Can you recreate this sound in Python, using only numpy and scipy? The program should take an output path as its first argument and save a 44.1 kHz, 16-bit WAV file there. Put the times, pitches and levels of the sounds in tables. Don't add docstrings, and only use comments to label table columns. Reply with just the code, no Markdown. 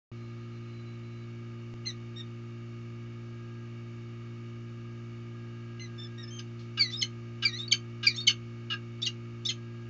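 import sys
import numpy as np
from scipy import signal
from scipy.fft import rfft, irfft
from scipy.io import wavfile

SR = 44100
rng = np.random.default_rng(int(sys.argv[2]) if len(sys.argv) > 2 else 0)


def store_pcm(level_fs):
    pcm = np.round(np.clip(level_fs, -1, 1) * 32767).astype(np.int16)
    wavfile.write(sys.argv[1], SR, np.atleast_2d(pcm).T)


N = 436149
TIME = np.arange(N) / SR


def from_db(db):
    return 10 ** (np.asarray(db) / 20)


def unit_rms(x):
    return x / np.sqrt(np.mean(x ** 2) + 1e-20)


def drift(per_s, size):
    steps = np.arange(size) * per_s / SR
    knots = int(steps[-1]) + 2
    return 1.2 * np.interp(steps, np.arange(knots), rng.standard_normal(knots))


def coloured(spectrum, size):
    hz, db = np.transpose(spectrum)
    bins_hz = np.maximum(np.fft.rfftfreq(size, 1 / SR), 1)
    gain = from_db(np.interp(np.log(bins_hz), np.log(hz), db))
    return unit_rms(irfft(rfft(rng.standard_normal(size)) * gain, size))


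def resonate(x, modes):
    out = 0
    for k, (hz, width_hz, db) in enumerate(modes):
        r = np.exp(-np.pi * width_hz / SR)
        ring = signal.lfilter([1, 0, -1], [1, -2 * r * np.cos(2 * np.pi * hz / SR), r * r], x)
        out = out + (-1) ** k * from_db(db) * (1 - r * r) / 2 * ring
    return out


def gate(t, start_s, end_s, rise_s, fall_s):
    ramp = np.minimum(1 + (t - start_s) / rise_s, 1 + (end_s - t) / fall_s)
    return np.sin(np.pi / 2 * np.clip(ramp, 0, 1)) ** 2


def phase_of(hz, jitter, per_s=1500):
    return 2 * np.pi * (rng.random() + np.cumsum(hz * (1 + jitter * drift(per_s, len(hz)))) / SR)


def add(track, start_s, sound):
    at = int(start_s * SR)
    track[at:at + len(sound)] += sound[:N - at]


# f/Hz, relative density/dB
FLOOR_SPECTRUM = [(25, 1), (60, 4.5), (110, 0.5), (200, 0), (330, -1), (450, -8.5), (700, -12.5),
                  (1050, -14.5), (2000, -12), (3300, -20.5), (5000, -18), (6800, -20), (8000, -28.5)]
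# f/Hz, width/Hz, gain/dB
HOUSING_MODES = [(1189.5, 67, 2), (1354.8, 130, -4.5), (1634.1, 79, -3), (2296.6, 140, -4.5),
                 (2483, 150, -3.5), (2881.7, 260, -5), (3706.3, 100, -8), (4448.7, 250, -13)]


def background(floor_db=-60, housing_db=-62, waver_db=0.1149):
    housing = unit_rms(resonate(rng.standard_normal(N), HOUSING_MODES))
    floor = from_db(floor_db) * coloured(FLOOR_SPECTRUM, N)
    return floor + from_db(housing_db - waver_db * drift(3.5, N)) * housing


# t/s, length/s, lower overtone level/dB
BUZZ_SPELLS = [(3.333, 0.3043, -68), (4.657, 0.3652, -68.5), (5.388, 0.8361, -64.5), (9.523, .35, -67.5)]


def buzz(lower_rest_db=-75.5, upper_rest_db=-68.5, duck_db=4, shift_s=0.097):
    lower_db, upper_db = lower_rest_db, upper_rest_db
    for start_s, length_s, db in BUZZ_SPELLS:
        spell = gate(TIME, start_s, start_s + length_s, shift_s, shift_s)
        lower_db = lower_db + (db - lower_rest_db) * spell
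        upper_db = upper_db - duck_db * spell
    return [(28, lower_db), (38, upper_db)]


# harmonic number, rms level/dB
HUM_HARMONICS = [(1, -70.5), (2, -42.5), (3, -61), (4, -50), (5, -64.5), (6, -53), (7, -73), (8, -80),
                 (9, -73), (10, -74), (11, -78.5), (12, -84.5), (13, -81.5), (14, -88.5), (15, -77),
                 (19, -81.5), (21, -65.5), (22, -73), (23, -79), (27, -83.5), (29, -80), (33, -77.5),
                 (37, -85), (39, -71.5), (47, -73.5), (48, -78.5), (49, -83), (50, -76.5)]


def hum(fundamental_hz=58.39, waver_db=1.0, wander_rad=0.27):
    out = np.zeros(N)
    for harmonic, db in HUM_HARMONICS + buzz():
        hz = harmonic * fundamental_hz
        looseness = min(hz / 1200, 1)
        phase = 2 * np.pi * (hz * TIME + rng.random()) + looseness * wander_rad * drift(9, N)
        out += np.sqrt(2) * from_db(db + looseness * waver_db * drift(4, N)) * np.sin(phase)
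    return out


# t/s, length/s, mid f/Hz, level/dB
SQUEAL_PIECES = [(0.149, 0.1722, 4107, -72), (.37, 0.0931, 4106, -74.5), (.51, 0.0693, 4090, -71.5),
                 (0.608, 0.1114, 4072, -73), (0.726, 0.09173, 4026, -66.5), (0.848, 0.1109, 3999, -68.5),
                 (1.022, 0.2195, 4013, -71.5)]


def squeal(sag_hz_per_s=200, flutter_db=2.0, edge_s=.015, jitter=.004):
    out = np.zeros(N)
    for start_s, length_s, hz, db in SQUEAL_PIECES:
        t = np.arange(0, length_s + edge_s, 1 / SR)
        level = from_db(db + flutter_db * drift(40, len(t))) * gate(t, edge_s, length_s, edge_s, edge_s)
        phase = phase_of(hz - sag_hz_per_s * (t - length_s / 2), jitter)
        add(out, start_s, np.sqrt(2) * level * np.sin(phase))
    return out


def tick(start_s=1.7393, db=-36, decay_s=.002):
    return -from_db(db) * (TIME >= start_s) * np.exp(-np.abs(TIME - start_s) / decay_s)


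def landing(start_s=6.592, db=-57, decay_s=0.04485):
    t = TIME[:SR // 8]
    scuff = coloured([(800, -21.5), (2500, -1.5), (4200, 9), (7000, -4.5)], len(t))
    out = np.zeros(N)
    add(out, start_s, from_db(db) * np.exp(-t / decay_s) * scuff)
    return out


# delay/s, gain/dB
WALL_ECHOES = [(.0031, -10.5), (.0074, -11), (0.013, -15.5), (0.0211, -19)]
# f/Hz, relative density/dB
RING_SPECTRUM = [(900, 4), (1250, 13), (2000, 3.5), (3000, -0.5), (3700, -1), (4500, -0.5), (5400, -7.5),
                 (6300, 4.5), (7500, -2)]


def nest_box(x, t60_s=0.13062, ring_db=-12, build_s=0.0098):
    t = TIME[:SR // 3]
    envelope = from_db(-60 * t / t60_s) * (1 - np.exp(-(t / build_s) ** 2))
    response = coloured(RING_SPECTRUM, len(t)) * envelope
    response *= from_db(ring_db) / np.sqrt(np.sum(response ** 2))
    response[0] += 1
    for delay_s, db in WALL_ECHOES:
        response[int(delay_s * SR)] += from_db(db)
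    return signal.fftconvolve(x, response)[:N]


def syrinx(t, hz, harmonics_db, jitter, onset_jitter, h4_re_h2_db, end_jitter=.022, tremble=0.0072,
           break_s=0.003, air_db=-23, onset_air_db=-16, shimmer_db=1.5043, rise_s=0.0022, fall_s=0.0032):
    catching = np.exp(-t / break_s)
    releasing = np.exp(-(t[-1] - t) / break_s)
    pitch_hz = hz * (1 + tremble * drift(200, len(t)))
    phase = phase_of(pitch_hz, jitter + onset_jitter * catching + end_jitter * releasing)
    gains = [from_db(db) for db in harmonics_db]
    gains.append(gains[1] * from_db(h4_re_h2_db))
    tone = np.sqrt(2) * sum(gain * np.sin(k * phase) for k, gain in enumerate(gains, 1))
    turbulence = gains[1] * (from_db(air_db) + from_db(onset_air_db) * catching)
    air = turbulence * coloured([(900, -20.5), (2500, 10), (5000, 2.5), (8000, -17)], len(t))
    flutter = from_db(shimmer_db * drift(260, len(t)))
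    return (tone + air) * flutter * gate(t, rise_s, t[-1] - fall_s, rise_s, fall_s)


# t/s, length/s, start f/Hz, mid f/Hz, end f/Hz, h1, h2, h3 level before trim/dB, fade/dB
WHINE_NOTES = [(1.857, 0.05389, 2062, 2038, 1847, -49.5, -39, -48, 14),
               (2.159, 0.05579, 1769, 1875, 1775, -63.5, -43.5, -59, 0),
               (5.795, 0.06965, 2007, 2071, 1938, -52, -51.5, -56.5, 4.5),
               (5.978, 0.0935, 1776, 1784, 1734, -63.5, -50.5, -53, 5),
               (6.177, 0.05214, 1814, 1876, 1839, -59, -50, -60.5, 6),
               (6.225, 0.02412, 1852, 1774, 1706, -59.5, -61, -49.5, -0.5),
               (6.273, .022, 1740, 1776, 1789, -61, -62.5, -51.5, -0.5),
               (6.302, 0.10858, 3093, 3169, 3066, -53, -53, -84.5, 4),
               (6.918, 0.04642, 1660, 1805, 1894, -72, -38, -66, -6),
               (6.963, 0.0574, 1685, 1715, 1792, -74.5, -69.5, -40.5, -3),
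               (7.583, 0.07278, 1786, 1859, 1945, -74, -40, -70.5, 10),
               (7.677, 0.01003, 2170, 2262, 2244, -73.5, -40, -76, 6.5),
               (8.171, 0.0498, 1755, 1843, 1873, -80, -36.5, -59, 6.5),
               (8.199, 0.03287, 2193, 2200, 2228, -71.5, -39.5, -74.5, 11.5),
               (9.019, 0.02694, 1636, 1818, 1877, -71.5, -31.5, -63, -1.5),
               (9.052, 0.006736, 2308, 2226, 2087, -66.5, -31.5, -58, -4.5),
               (9.45, 0.017735, 1707, 1798, 1936, -78, -30, -58, -12.5),
               (9.468, 0.022, 1759, 1772, 1782, -88, -59.5, -36.5, 11)]


def whine(length_s, start_hz, mid_hz, end_hz, h1_db, h2_db, h3_db, fade_db,
          edge_db=-5.5, onset_db=-7.5, onset_s=0.0087, release_s=.003):
    t = np.arange(0, length_s + release_s, 1 / SR)
    along = np.clip(2 * t / length_s - 1, -1, 1)
    hz = np.polyval(np.polyfit([-1, 0, 1], [start_hz, mid_hz, end_hz], 2), along)
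    onset = np.clip(1 - t / min(onset_s, length_s / 3), 0, 1)
    swell_db = edge_db * along ** 2 - fade_db * along / 2 + onset_db * onset
    harmonics_db = [db + swell_db for db in (h1_db, h2_db, h3_db)]
    return syrinx(t, hz, harmonics_db, jitter=.003, onset_jitter=.02, h4_re_h2_db=-22)


# t/s, length/s, centre f/Hz, sideband spacing/Hz, level before trim/dB
VOICE_SPLITS = [(6.82, 0.00884, 4476, 1092, -42.5), (6.909, 0.02785, 4685, 697.8, -46.5),
                (7.583, 0.03552, 4418, 880, -53), (8.06, 0.02752, 4959, 687, -38.5),
                (8.161, 0.008, 5447, 1024, -40), (9.017, 0.014, 4672, 745, -39.5),
                (9.068, 0.005753, 4780, 916.9, -32.5), (9.45, 0.01778, 5325, 788.4, -40.5)]


def split(length_s, hz, spacing_hz, db, depth_rad=1.3667, jitter=0.0095, unevenness=0.16):
    t = np.arange(0, length_s + .008, 1 / SR)
    shake = np.sin(phase_of(np.full(len(t), spacing_hz), unevenness))
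    tone = np.sin(phase_of(np.full(len(t), hz), jitter) + depth_rad * shake)
    return np.sqrt(2) * from_db(db) * tone * gate(t, 0.0016, length_s, .002, 0.0082)


# f/Hz, width/Hz, gain/dB
THROAT_HIGH_MODES = [(2472, 170, -3), (2803, 120, -1.5), (3574.5, 340, -1.5), (4590, 750, -9.5),
                     (5244.4, 66, -2), (6343, 410, -18)]
# f/Hz, width/Hz, gain/dB
THROAT_LOW_MODES = [(1262.8, 87, -3), (1629, 63, 1.5)]
# t/s, length/s, level before trim/dB, pulse rate/Hz, tone f/Hz, tone re pulses/dB, low modes/dB
RASP_NOTES = [(1.849, 0.01125, -56, 406, 2947, 13.5, -7.5), (5.792, 0.009004, -53, 440, 3002, 13.5, -5.5),
              (6.387, 0.0219, -46, 400, 3000, -5.5, -3), (6.77, 0.02335, -35, 410, 3002, 0.5, 2.5),
              (7.026, 0.025, -44, 400, 2800, -12, -4.5), (7.42, 0.02712, -31.5, 420, 3043, 0.5, -1.5),
              (7.73, 0.016203, -34.5, 400, 2910, -1, 0.5), (8.026, 0.03464, -32.5, 400, 3004, -3.5, -1),
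              (8.287, 0.026313, -31.5, 400, 2951, 2, -2), (8.698, 0.04887, -34.5, 420, 2960, 3.5, 4.5),
              (9.069, 0.02486, -50.5, 400, 2835, -7, 2.5), (9.497, 0.02121, -37, 400, 2792, -5, -8.5)]


def rasp(length_s, db, pulse_hz, tone_hz, tone_db, low_modes_db,
         unevenness=.06, sag=.08, jitter=0.021, shimmer_db=1.5, low_cut_hz=1000):
    t = np.arange(0, length_s + .03, 1 / SR)
    cycles = phase_of(np.full(len(t), pulse_hz), unevenness, per_s=400) // (2 * np.pi)
    pulses = np.diff(cycles, prepend=cycles[0]) + .05 * rng.standard_normal(len(t))
    opening = gate(t, 0.006522, length_s - .006, 0.0064, 0.01)
    drive = pulses * opening * from_db(shimmer_db * drift(300, len(t)))
    throat = from_db(low_modes_db) * resonate(drive, THROAT_LOW_MODES)
    throat += resonate(drive, THROAT_HIGH_MODES)
    throat = signal.sosfilt(signal.butter(2, low_cut_hz, "high", fs=SR, output="sos"), throat)
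    throat /= np.sqrt(np.sum(throat ** 2) / np.sum(opening ** 2))
    tone = np.sqrt(2) * np.sin(phase_of(tone_hz * (1 - sag * t / length_s), jitter))
    return from_db(db) * (throat + from_db(tone_db) * tone * opening)


# t/s, length/s, loud part/s, time to lowest pitch/s, start f/Hz, lowest f/Hz,
# end f/Hz, h2 peak level/dB, h2 quiet level/dB, loud h1 re h2/dB, quiet h1 re h2/dB
WAIL_NOTES = [(6.793, 0.11625, 0.04817, 0.09647, 2348, 1949, 2048, -21, -40.5, -11, -4),
              (7.449, 0.13125, 0.019337, 0.06601, 2402, 1852, 2154, -18.5, -42, -2.5, -8.5),
              (8.066, .095, 0.020874, 0.066, 2408, 1827, 2250, -18, -43.5, -1.5, -10.5)]


def wail(length_s, loud_s, turn_s, start_hz, low_hz, end_hz, peak_db, quiet_db, h1_loud_db, h1_quiet_db,
         h3_loud_db=-27, h3_quiet_db=-12, bend=1.5, hold_s=0.0062, onset_db=-12, attack_s=.007,
         droop_db_per_s=167, collapse_s=0.0049, dip_db=7.5, dip_s=0.014):
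    t = np.arange(0, length_s, 1 / SR)
    falling = np.clip((turn_s - t) / (turn_s - hold_s), 0, 1)
    rising = np.clip((t - turn_s) / (length_s - turn_s), 0, 1)
    hz = low_hz + (start_hz - low_hz) * falling ** bend + (end_hz - low_hz) * rising ** bend
    loud = (1 - np.tanh((t - loud_s) / (2 * collapse_s))) / 2
    quiet = 1 - loud
    loud_db = peak_db + onset_db * np.clip(1 - t / attack_s, 0, 1) - droop_db_per_s * (t - attack_s)
    falter = np.exp(-((t - turn_s) / dip_s) ** 2)
    h2_db = loud * loud_db + quiet * (quiet_db - dip_db * falter)
    h1_db = h2_db + loud * h1_loud_db + quiet * h1_quiet_db
    h3_db = h2_db + loud * h3_loud_db + quiet * h3_quiet_db
    jitter = .002 * loud + .01 * quiet
    return syrinx(t, hz, [h1_db, h2_db, h3_db], jitter, onset_jitter=.012, h4_re_h2_db=-32)


# f/Hz, width/Hz, gain/dB
BEAK_MODES = [(3000, 640, 1), (4464, 530, 3.5), (5226, 150, -9.5), (6452.4, 290.3, 3)]
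# t/s, start f/Hz, settled f/Hz, glide/s, swell/s, length/s, level/dB,
# second voice f/Hz, its octave re first voice/dB
CHUP_NOTES = [(6.388, 3182, 2853, 0.004302, 0.004097, 0.007225, -39.5, 2487, 3.5),
              (7.012, 4893, 3019, 0.003618, 0.012919, 0.018857, -24, 2111, 0.5),
              (7.712, 4010, 3046, 0.004771, 0.011539, 0.017776, -19, 2272, 2),
              (8.268, 4555, 2999, 0.002544, 0.008308, 0.02005, -17, 2209, -3),
              (9.058, 3672, 2784, 0.0062576, 0.005395, 0.024594, -30, 2000, -13),
              (9.484, 4652, 3023, 0.004755, 0.003903, 0.02414, -30, 2082, -6.5)]


def chup(start_hz, end_hz, glide_s, swell_s, length_s, db, second_hz, second_db, jitter=0.015,
         onset_db=-13, octave_db=-6, low_db=-6, sum_db=-14, difference_db=-18, air_db=-16, fall_s=0.0086):
    t = np.arange(0, length_s + fall_s, 1 / SR)
    high_rad = phase_of(end_hz + (start_hz - end_hz) * np.exp(-t / glide_s), jitter)
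    low_rad = phase_of(np.full(len(t), second_hz), jitter / 2)
    first = np.sin(high_rad) + from_db(octave_db) * resonate(np.sin(2 * high_rad), BEAK_MODES)
    second = np.sin(2 * low_rad) + from_db(low_db) * np.sin(low_rad)
    combination = from_db(sum_db) * np.sin(high_rad + low_rad)
    combination += from_db(difference_db) * np.sin(2 * high_rad - low_rad)
    air = from_db(air_db) * unit_rms(resonate(rng.standard_normal(len(t)), BEAK_MODES))
    joining = from_db(second_db) * gate(t, swell_s + 0.003249, length_s, 0.0036, fall_s)
    effort = from_db(db + onset_db * np.clip(1 - (t / swell_s) ** 2, 0, 1))
    opening = gate(t, 0.0008, length_s - fall_s / 2, .0012, fall_s)
    return np.sqrt(2) * effort * opening * (first + air + joining * (second + combination))


def falcon():
    out = np.zeros(N)
    for notes, sound, trim_db in ((WAIL_NOTES, wail, 0), (WHINE_NOTES, whine, 1), (CHUP_NOTES, chup, 0),
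                                  (RASP_NOTES, rasp, -3.5), (VOICE_SPLITS, split, -0.5)):
        for start_s, *shape in notes:
            add(out, start_s, from_db(trim_db) * sound(*shape))
    return out


def scene():
    return (nest_box(falcon() + landing()) + squeal() + hum() + background() + tick())[None]


def record(dry, on_s=.116, roll_off_hz=7150, cutoff_hz=7900):
    live = dry * gate(TIME, on_s, TIME[-1], 0.000553, .002)
    dulled = signal.sosfilt(signal.butter(14, roll_off_hz, fs=SR, output="sos"), live)
    return signal.sosfilt(signal.ellip(10, .1, 70, cutoff_hz, fs=SR, output="sos"), dulled)


dry = scene()
out = record(dry)
store_pcm(out)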